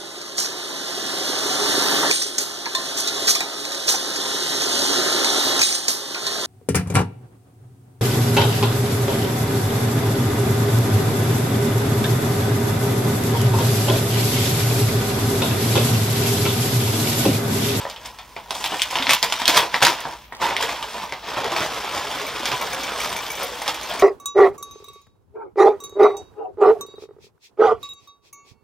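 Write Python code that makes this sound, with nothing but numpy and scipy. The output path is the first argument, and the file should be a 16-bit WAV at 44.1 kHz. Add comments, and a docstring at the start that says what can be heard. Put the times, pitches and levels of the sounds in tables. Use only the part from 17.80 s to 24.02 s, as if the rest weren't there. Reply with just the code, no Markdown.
"""In a small room with a faint low rumble, a paper bag is crumpled open, then tipped to pour cereal into a mug.
Creases snap: a short crack, then noise shaped by the paper and the air inside. A dense crackle of tiny
bursts and knocks fills the gaps, with soft low thumps as the load shifts. Later, pieces ring the mug as
fading sine waves and click on each other as short bright noise. The room answers with a random, fading tail."""
import sys
import numpy as np
from scipy import signal
from scipy.fft import rfft, irfft, next_fast_len
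from scipy.io import wavfile
from scipy.ndimage import uniform_filter1d

SR = 44100
rng = np.random.default_rng(int(sys.argv[2]) if len(sys.argv) > 2 else 0)


def dump_mix(stems):
    """Bounce the given channels to the path in sys.argv[1] as a 16-bit WAV at rate SR."""
    frames = np.atleast_2d(stems).T  # one column per channel
    limited = np.clip(frames, -1, 1)  # hard clip at full scale
    pcm = np.round(limited * 32767).astype(np.int16)
    wavfile.write(sys.argv[1], SR, pcm)


N = 274434  # length in samples

# The colour of the steady room sound. Each row: frequency in Hz, relative level in dB per Hz.
ROOM_TONE = [(30, -22), (45, -17), (54, -10), (59.5, 9.5), (65, -4), (300, -15), (900, -22), (3000, -19.5),
             (8000, -39), (15600, -26.5)]
# The background crackle, rising and falling. Each row: time in seconds, level of the middle part in dB,
# then the hollow and the crisp part in dB against the middle.
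RUSTLE = [(0, -36.5, 2, -9.5), (.15, -52, 8, -2.5), (.52, -57, 4, -2), (.68, -52, 5, -6),
          (.75, -39, -9, -2), (1.1, -37, -0.5, -6), (1.4, -44.5, -6, -7), (2.2, -37.5, -0.5, -13),
          (2.32, -45, 7.5, -6), (2.45, -55, -5, -7), (2.58, -77, 27, -19), (2.7, -36.5, 8, -9.5),
          (3.15, -40.5, -3, -7), (3.4, -45, -2, -11.5), (3.5, -37.5, 4, -12.5), (3.9, -35, 2.5, -8),
          (5.3, -35.5, 1.5, -8), (5.75, -38.5, 0, -5.5), (6.22, -36.5, 0.5, -9.5)]
# Squeezes and shakes of the bag, each a swell of crackle. Each row: time at full level in seconds,
# level of the middle part in dB, hold in seconds, hollow part in dB against the middle.
SQUEEZES = [(0.252, -39.5, 0.0098, -2), (0.843, -37, 0.11, -0.5), (1.128, -34.5, 0.091, 3),
            (1.236, -31, 0.023, -1), (1.3, -19.5, 0.026, -9), (1.44, -25, 0.0042, 0),
            (1.5, -33, 0.13, -4.5), (1.685, -19.5, 0.017, -2), (1.741, -21, 0.018, -4.5),
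            (1.765, -17.5, 0.01, 1), (1.826, -34.5, 0.013, 5), (1.942, -32, 0.015, 5.5),
            (2.029, -18, 0.0063, 1.5), (2.082, -25, 0.016, 0.5), (2.621, -29.5, 0.041, 6),
            (2.808, -29.5, 0.024, 2), (2.89, -33.5, 0.012, 4), (3.023, -45.5, 0.014, 14.5),
            (3.144, -41, 0.1, 8.5), (3.482, -36, 0.018, 4), (3.577, -35.5, 0.006, 7.5),
            (3.648, -43, 0.0087, 15), (3.722, -34, 0.0079, 3), (3.765, -31.5, 0.012, 4.5),
            (3.807, -29.5, 0.023, 0), (4.143, -34, 0.043, 2), (4.387, -35.5, 0.028, -15),
            (4.65, -39, 0.033, -5), (4.722, -31.5, 0.0086, 5), (4.814, -37, 0.016, 9),
            (4.922, -37, 0.013, 5.5), (5.037, -38, 0.011, -14), (5.08, -44, 0.0074, 11),
            (5.19, -32.5, 0.061, -5), (5.593, -36.5, 0.023, 6.5), (5.875, -28.5, 0.01, 1.5),
            (6.1, -39, 0.021, 6)]
# The broad colour of paper. Each row: frequency in Hz, relative level in dB per Hz.
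PAPER = [(47, -48), (80, -12), (236, -7.5), (314, -5), (350, -7), (945, 0.5), (1290, -2.5), (3550, -8),
         (8770, -22.5), (13900, -28.5), (15600, -36)]
# Resonances of the bag's air and walls. Each row: frequency in Hz, width in Hz, boost in dB.
BAG = [(1080, 470, 1), (3395, 880, 6), (2340, 860, 2.5), (5150, 2000, 6.5)]
# The bag's load shifts and bumps the desk. Each row: start in seconds, level in dB, tone in Hz.
THUMPS = [(0.0523, -22.5, 568), (0.917, -28, 311), (1.199, -23.5, 266), (1.279, -27, 263), (1.69, -18, 322),
          (2.025, -27, 268), (2.628, -39, 443), (2.838, -20.5, 458), (3.575, -32, 386), (3.722, -24, 344),
          (3.811, -29.5, 146), (4.6, -29.5, 317), (4.729, -32, 133), (5.605, -29, 399), (5.639, -22.5, 486),
          (5.719, -27.5, 493)]
# Single creases. Each row: start in seconds, level in dB, tone of the sheet in Hz, # then the hollow and the
# crisp part in dB against the middle part. 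# The row at 1.3081 s is not a crease of its own: it is the wall's
# slap of the crease just before it.
SNAPS = [(0.053, -25.5, 1850, 11, -30), (0.099, -20, 4700, -19, -7), (0.162, -22, 3100, -18, -31),
         (0.258, -33.5, 4470, -8, 7), (0.387, -23, 4700, -2, -15), (0.5649, -20, 2280, 2.5, -23),
         (0.7077, -12.5, 3820, 1, -6.5), (0.7515, -19, 3570, 1.5, -6), (0.8026, -32.5, 3040, 14.5, 3),
         (0.8419, -8.5, 3720, -5.5, -8), (0.8606, -10, 3300, -29, -10), (0.9207, -16.5, 2900, 6.5, -25),
         (0.9445, -23.5, 1930, 10, -23), (.996, -10.5, 2480, -27, -29), (1.019, -1, 3330, -33, -6),
         (1.1106, -17, 2310, -8, -4.5), (1.1555, -6, 2940, -5, -37), (1.1867, -8.5, 2960, -6, -28),
         (1.2251, -7, 3650, -20, -28), (1.269, -4, 2090, -9, -32), (1.2936, -0.5, 1950, -8, -10),
         (1.3081, -3, 2030, -0.5, -5), (1.3338, -1, 2800, -11, -3.5), (1.428, -1.5, 4500, -9.5, -4.5),
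         (1.5241, -5.5, 3100, -4.5, -9), (1.5995, -17.5, 4300, -1, -12), (1.6179, -13, 1760, 1.5, -25),
         (1.6558, -3, 3230, -40, -12), (1.679, 4, 4300, -37, -5.5), (1.7719, -2.5, 3840, -11, -3),
         (1.8278, -28.5, 2270, 20, -20), (1.9433, -1, 1850, -8.5, -43), (2.018, -15, 3500, 4, -7),
         (2.024, -3.5, 1520, 2, -17), (2.0278, 0, 2570, -20, -6), (2.0504, 5, 4160, -19, -9),
         (2.0684, -2.5, 1670, 0, -4.5), (2.2038, -34.5, 1700, -15, 9.5), (2.254, -27.5, 1670, 16, -48),
         (2.5239, -25, 1900, 6, -40), (2.617, -25, 2100, 9, -58), (2.7089, -15.5, 2000, 1.5, -38),
         (2.766, -5.5, 2050, -15, -15.5), (2.813, -16, 2500, -4, -9), (2.826, -9.5, 1710, -14, -6),
         (2.893, -16.5, 2080, -4.5, -23), (3.0269, -14.5, 3350, -14, -14), (3.3235, -15, 2120, 1.5, -14),
         (3.5715, -19.5, 2580, 11, -15), (3.644, -14, 3580, -21, -11), (3.7192, -20.5, 2800, 8.5, -3),
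         (3.7641, -9, 2300, -0.5, -15), (4.351, -28, 3000, -8, -9), (4.6559, -7, 4830, -35, -11),
         (4.7176, -10, 2550, -5, -17), (4.867, -20, 3460, -11, -13), (5.01, -18, 3480, -20, -7),
         (5.079, -17, 2500, -6, -20), (5.178, -23, 3470, -22, -5), (5.328, -15.5, 3270, -3, -5.5),
         (5.466, -19, 3150, -13, -8), (5.8186, -23, 1970, 8.5, 0), (5.879, -7, 3640, -32, -7),
         (5.9448, -22.5, 3110, -6, -1), (6.107, -16, 3280, -10, -22)]
# Pieces striking the mug. Each row: start in seconds, blow in dB,
# then the extra level in dB of the mug's first and last mode.
CLINKS = [(4.4662, -27, 7, -3), (4.658, -28, 11, -14), (4.7606, -31, -2, -4), (4.813, -25, 4, -4),
          (4.9322, -26, 3, -1), (5.0345, -24, 2, -9), (5.2031, -23.5, 5.5, -9), (5.2355, -25, -6, -2),
          (5.2934, -31, -5, -5), (5.3652, -23, 3, -9), (5.3882, -30, 9, -14), (5.5029, -22, 4, -12),
          (5.5165, -27, -4, -4), (5.5528, -27, 2, -7), (5.6311, -23.5, -10, 0), (6.0317, -26, 0, -14),
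          (6.1963, -24, 8, -4)]
# The mug's ringing modes. Each row: frequency in Hz, level in dB, time to fall by 60 dB in seconds.
MUG = [(2295, -4.5, .05), (5830, -7, .04), (6420, -5, .04), (7890, -16, .04), (9400, -9, .03),
       (9580, -12, .045), (13900, -1, .022)]
# The slap from one hard wall. Each row: frequency in Hz, level in dB.
ECHO = [(500, -14), (5000, -12), (14000, -2)]
# Sound that the two ports do not share. Each row: frequency in Hz, level in dB.
APART = [(60, -23), (300, -8.5), (1000, -14), (2500, -17), (5000, -10), (9000, -1.5), (15000, -5.5)]
# Timing between the two ports. Each row: frequency in Hz, lead of the left port in radians.
PORTS = [(100, 0), (5000, .3), (7500, 1.2), (9200, 3), (12000, 5), (15000, 5.7)]

# T60 is the time a sound takes to fall by 60 dB
HOLLOW_HZ, CRISP_HZ = 1580, 6060  # where the bag's hollow tone ends and the crisp top begins
ROOM_TONE_DB = -50.5
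HUM_HZ, HUM_DB, HUM_LEFT_DB = 49.9, -58.5, 5  # mains hum, and how much stronger it is on the left
SWELL_DB_PER_S, FADE_DB_PER_S = 795, 277  # how fast a squeeze rises and falls
SQUEEZE_CRISP_DB = -7.5  # crisp part of a squeeze against its middle
TINY_CREASES_PER_S, KNOCK_COUNT, KNOCKS_DB = 1500, 2500, -10.5  # knocks against the fine grain
OPEN_S, AIR_HZ, AIR_WIDTH_HZ, AIR_DB = 3.3, 960, 130, 8  # bag's air colours the crackle until it stands open
SNAP_T60_S, LONGER_PER_DB = 0.123, .02  # ring of a 0 dB crease; softer ones ring longer by this share
CRACK_CYCLES = 1.25  # cycles in which a crack falls to 37 percent
CRACK_DB, CRACK_PER_DB = 13, .2  # crack over the shiver for a 0 dB crease; softer ones crack less
CAVITY_HZ, CAVITY_WIDTH_HZ, CAVITY_DB = 835, 430, 7  # air in the bag, rung by each crease
CRISP_EXTRA_T60_S = .04  # added fading, so the top of a crease dies first
POUR_S, TICKS_PER_S, SOFTEST_TICK_DB, TICK_HZ = 4.85, 25, -32, 5000  # ticks are bright above TICK_HZ
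ROOM_T60_S, ROOM_TOP_T60_S, ROOM_DB = 0.18, 0.063, -9.5  # low part, treble, level of the tail
ECHO_S, ECHO_SPREAD_S = .0144, .0007  # shortest delay of the wall's slap, and its random extra
RIGHT_DB, TOP_HZ = .4, 15730  # boost of the right port, and where the treble is cut


def undb(db):
    """Turn decibels into a plain gain."""
    return 10 ** (np.asarray(db) / 20)


def unit(x):
    """Scale a sound to an average (rms) level of 1."""
    return x / np.sqrt(np.mean(x ** 2))


def along(table, hz):
    """Read a table of (Hz, value) rows on a log-frequency axis."""
    f, v = np.transpose(table)
    return np.interp(np.log(hz + 1), np.log(f + 1), v)


def colour(x, gain):
    """Filter a sound by multiplying its spectrum by gain(Hz)."""
    n = next_fast_len(x.shape[-1])
    hz = np.arange(n // 2 + 1) * SR / n
    return irfft(rfft(x, n) * gain(hz), n)[..., :x.shape[-1]]


def resonance(hz, centre_hz, width_hz):
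    """A smooth bump of height 1, half as high at half its width from the centre."""
    return 1 / (1 + (2 * (hz - centre_hz) / width_hz) ** 2)


def fade(t60, size):
    """A smooth die-away that drops 60 dB in t60 seconds."""
    return np.exp(-np.log(1000) * np.arange(size) / SR / t60)


def paper(hz):
    """Gain of the bag: the broad colour of paper with its resonances on top."""
    bumps_db = sum(db * resonance(hz, f, width) for f, width, db in BAG)
    return undb(along(PAPER, hz) + bumps_db)


def three_parts(x, tone_hz=3000, tone_db=0):
    """Colour a sound like paper and split it into hollow, middle and crisp parts, each of rms 1."""
    def low(hz):
        return 1 / (1 + (hz / HOLLOW_HZ) ** 4)

    def top(hz):
        return 1 - 1 / (1 + (hz / CRISP_HZ) ** 8)

    def middle(hz):
        tone_bump = 1 / (1 + (9 * np.log(hz / tone_hz + 1e-9)) ** 2)
        return (1 - low(hz) - top(hz)) * undb(tone_db * tone_bump)

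    return np.array([unit(colour(x, lambda hz: paper(hz) * part(hz))) for part in (low, middle, top)])


def room_tone():
    """Steady hush with low rumble and mains hum; the ports share most of the bass and less of the hiss."""
    mid, side = colour(rng.standard_normal((2, N)), lambda hz: undb(along(ROOM_TONE, hz)))
    side = colour(side, lambda hz: 0.16 + 0.66 * hz ** 2 / (hz ** 2 + 4000 ** 2))
    hush = undb(ROOM_TONE_DB) * unit(mid + side * np.array([[1], [-1]]))
    hum_wave = np.sqrt(2) * np.sin(2 * np.pi * HUM_HZ * np.arange(N) / SR)
    hum_gain = undb(HUM_DB + HUM_LEFT_DB * np.array([[.5], [-.5]]))
    return hush + hum_wave * hum_gain


def handling():
    """Gains of the crackle's three parts: the changing bed plus squeezes that swell, hold and fade."""
    t = np.arange(N) / SR
    s, db, hollow_db, crisp_db = np.transpose(RUSTLE)
    # doubled decibels give power, so the layers add like separate noises
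    power = np.array([undb(2 * np.interp(t, s, db + part_db)) for part_db in (hollow_db, 0, crisp_db)])
    for start, db, hold, hollow_db in SQUEEZES:
        rise_db = SWELL_DB_PER_S * np.maximum(start - t, 0)
        fall_db = FADE_DB_PER_S * np.maximum(t - start - hold, 0)
        parts_db = np.array([[hollow_db], [0], [SQUEEZE_CRISP_DB]])
        power += undb(2 * (db - rise_db - fall_db)) * undb(2 * parts_db)
    return np.sqrt(power)


def rustle():
    """Tiny creases as bursts of noise; larger folds and cereal pieces knock, each on its own note."""
    creases = rng.random(N) < TINY_CREASES_PER_S / SR
    creases = creases * undb(np.minimum(3 * rng.exponential(size=N), 14))
    energy = signal.fftconvolve(creases ** 2, fade(0.024, size=2048) ** 2)[:N]
    # the hand works in small jerks
    jerks = uniform_filter1d(np.repeat(rng.standard_normal(N // 600 + 1), 600), size=400)[:N]
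    grain = unit(rng.standard_normal(N) * np.sqrt(np.abs(energy)) * undb(0.25 * jerks))

    knocks, t = np.zeros(N + 1024), np.arange(1024) / SR
    for place, note, blow in rng.random((KNOCK_COUNT, 3)):
        hz = 400 * 15 ** note  # 400 to 6000 Hz
        wave = np.sin(2 * np.pi * hz * t) * np.exp(-hz * t / 4.16)
        i = int(place * N)
        # high notes die sooner, so they start stronger
        knocks[i:i + 1024] += undb(7.4 * blow) * np.sqrt(hz) * wave

    parts = three_parts(grain + undb(KNOCKS_DB) * unit(knocks[:N]))
    boxy = unit(colour(parts[0], lambda hz: undb(AIR_DB * resonance(hz, AIR_HZ, AIR_WIDTH_HZ))))
    parts[0] = np.where(np.arange(N) < OPEN_S * SR, boxy, parts[0])
    return np.sum(handling() * parts, axis=0)


def thumps():
    """Soft low blows: sine waves that rise in about a millisecond and die fast."""
    size = 4096
    out, t = np.zeros(N + size), np.arange(size) / SR
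    shape = (1 - np.exp(-t / 0.0005)) * fade(0.07, size)
    for s, db, hz in THUMPS:
        i = int(s * SR)
        out[i:i + size] += undb(db) * np.sin(2 * np.pi * hz * t) * shape
    return out[:N]


def snaps():
    """Each crease cracks for a few cycles, then the sheet shivers around its own tone."""
    size, lead = 8192, 200  # samples; the silent lead leaves room for the filters to spread backwards
    out = np.zeros(N + size)
    for s, db, tone_hz, hollow_db, crisp_db in SNAPS:
        t60 = SNAP_T60_S * (1 - LONGER_PER_DB * db)
        shiver = rng.standard_normal(size)
        shiver[:lead] = 0
        turns = np.arange(size - lead) * tone_hz / SR  # cycles since the start
        crack = (np.sin(2 * np.pi * turns) + 0.53 * shiver[lead:]) * np.exp(-turns / CRACK_CYCLES)
        shiver[lead:] *= fade(np.clip(t60, .01, .5), size - lead)
        shiver[lead:] += undb(CRACK_DB + CRACK_PER_DB * db) * crack
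        # a short shiver packs the same peak into less energy
        level = np.sqrt(t60 * SR / size / 14) / 5.38
        tone_db = 3.0 + 2.5 * max(hollow_db, 0)  # hollow knocks ring purer
        hollow, middle, crisp = level * three_parts(shiver, tone_hz, tone_db)
        # half the cavity's boost goes up at its tone, half comes off elsewhere
        hollow = colour(hollow, lambda hz: undb(CAVITY_DB * (resonance(hz, CAVITY_HZ, CAVITY_WIDTH_HZ) - .5)))
        crisp[lead:] *= fade(CRISP_EXTRA_T60_S, size - lead)
        crisp = level * unit(crisp)
        i = int(s * SR)
        out[i:i + size] += undb(db) * (undb(hollow_db) * hollow + middle + undb(crisp_db) * crisp)
    return out[lead:N + lead]


def mug():
    """Every blow rings the same modes as fading sine waves, each a little more or less."""
    size = 8192
    out, t = np.zeros(N + 2 * size), np.arange(size) / SR
    for s, db, low_db, top_db in CLINKS:
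        spot_db = 2.5 * rng.standard_normal(len(MUG))
        spot_db[0], spot_db[-1] = low_db, top_db  # where the piece lands sets the outer modes
        i = int(s * SR)
        for (hz, mode_db, t60), extra_db in zip(MUG, spot_db):
            wave = np.sin(2 * np.pi * hz * t) * fade(t60, size)
            out[i:i + size] += undb(db + mode_db + extra_db) * wave
    return out[:N]


def ticks():
    """Dry cereal pieces click together as they fall: sparse, bright bursts of noise during the pour."""
    chance, strength = rng.random((2, N))
    pouring = np.arange(N) > POUR_S * SR
    clicks = (chance < TICKS_PER_S / SR) * pouring * undb(SOFTEST_TICK_DB + 6.9 * strength)
    bursts = rng.standard_normal(N) * signal.fftconvolve(clicks, fade(0.0031, size=512))[:N]
    return colour(bursts, lambda hz: 1 - 1 / (1 + (hz / TICK_HZ) ** 4))


def room(x, wet_db):
    """Direct sound, scatter off desk and hands, a wall's slap and a tail; all but the direct keep changing."""
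    size, hop = SR // 2, 2048
    out = np.zeros((2, N + size + 2 * hop))  # mid (shared by the ports) and side (opposite in them)
    x = np.concatenate([np.zeros(hop), x, np.zeros(2 * hop)])
    # the bag moves about, so each short overlapping piece gets a fresh answer
    for i in range(0, N + hop, hop):
        mid, side, scatter = rng.standard_normal((3, size))
        noise = np.array([mid, side])
        low = colour(noise, lambda hz: 1 / (1 + (hz / 3000) ** 2))
        tail = low * fade(ROOM_T60_S, size) + (noise - low) * fade(ROOM_TOP_T60_S, size)
        tail[:, :150] = 0  # the walls answer a few ms late
        tail *= undb(wet_db) / np.sqrt(np.sum(tail[0] ** 2))

        slap = np.arange(size) == int((ECHO_S + ECHO_SPREAD_S * rng.random()) * SR)
        tail[0] += colour(1. * slap, lambda hz: undb(along(ECHO, hz)))

        scatter *= fade(0.038, size)
        scatter /= np.sqrt(np.sum(scatter ** 2))
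        tail[1] = colour(tail[1] + scatter, lambda hz: undb(along(APART, hz)))

        piece = x[i:i + 2 * hop] * np.sqrt(np.hanning(2 * hop))
        heard = signal.fftconvolve(piece[None], tail, axes=1)[:, :len(out[0]) - i]
        out[:, i:i + heard.shape[1]] += heard
    mid = out[0, hop:N + hop] + x[hop:N + hop]
    side = out[1, hop:N + hop]
    return np.array([mid + side, mid - side])


def scene():
    """All sources sound in the room, over its steady tone."""
    sources = rustle() + snaps() + thumps() + mug() + ticks()
    return room(sources, ROOM_DB) + room_tone()


def record(dry):
    """A two-port microphone hears the treble out of step; the loudest peaks clip; the top is cut."""
    left = colour(dry[0], lambda hz: np.exp(.5j * along(PORTS, hz)))
    right = colour(dry[1], lambda hz: np.exp(-.5j * along(PORTS, hz))) * undb(RIGHT_DB)
    clipped = np.clip([left, right], -1, 1)
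    top_cut = signal.ellip(12, .2, 70, TOP_HZ, fs=SR, output="sos")
    return signal.sosfilt(top_cut, clipped)


dry = scene()
out = record(dry)
dump_mix(out)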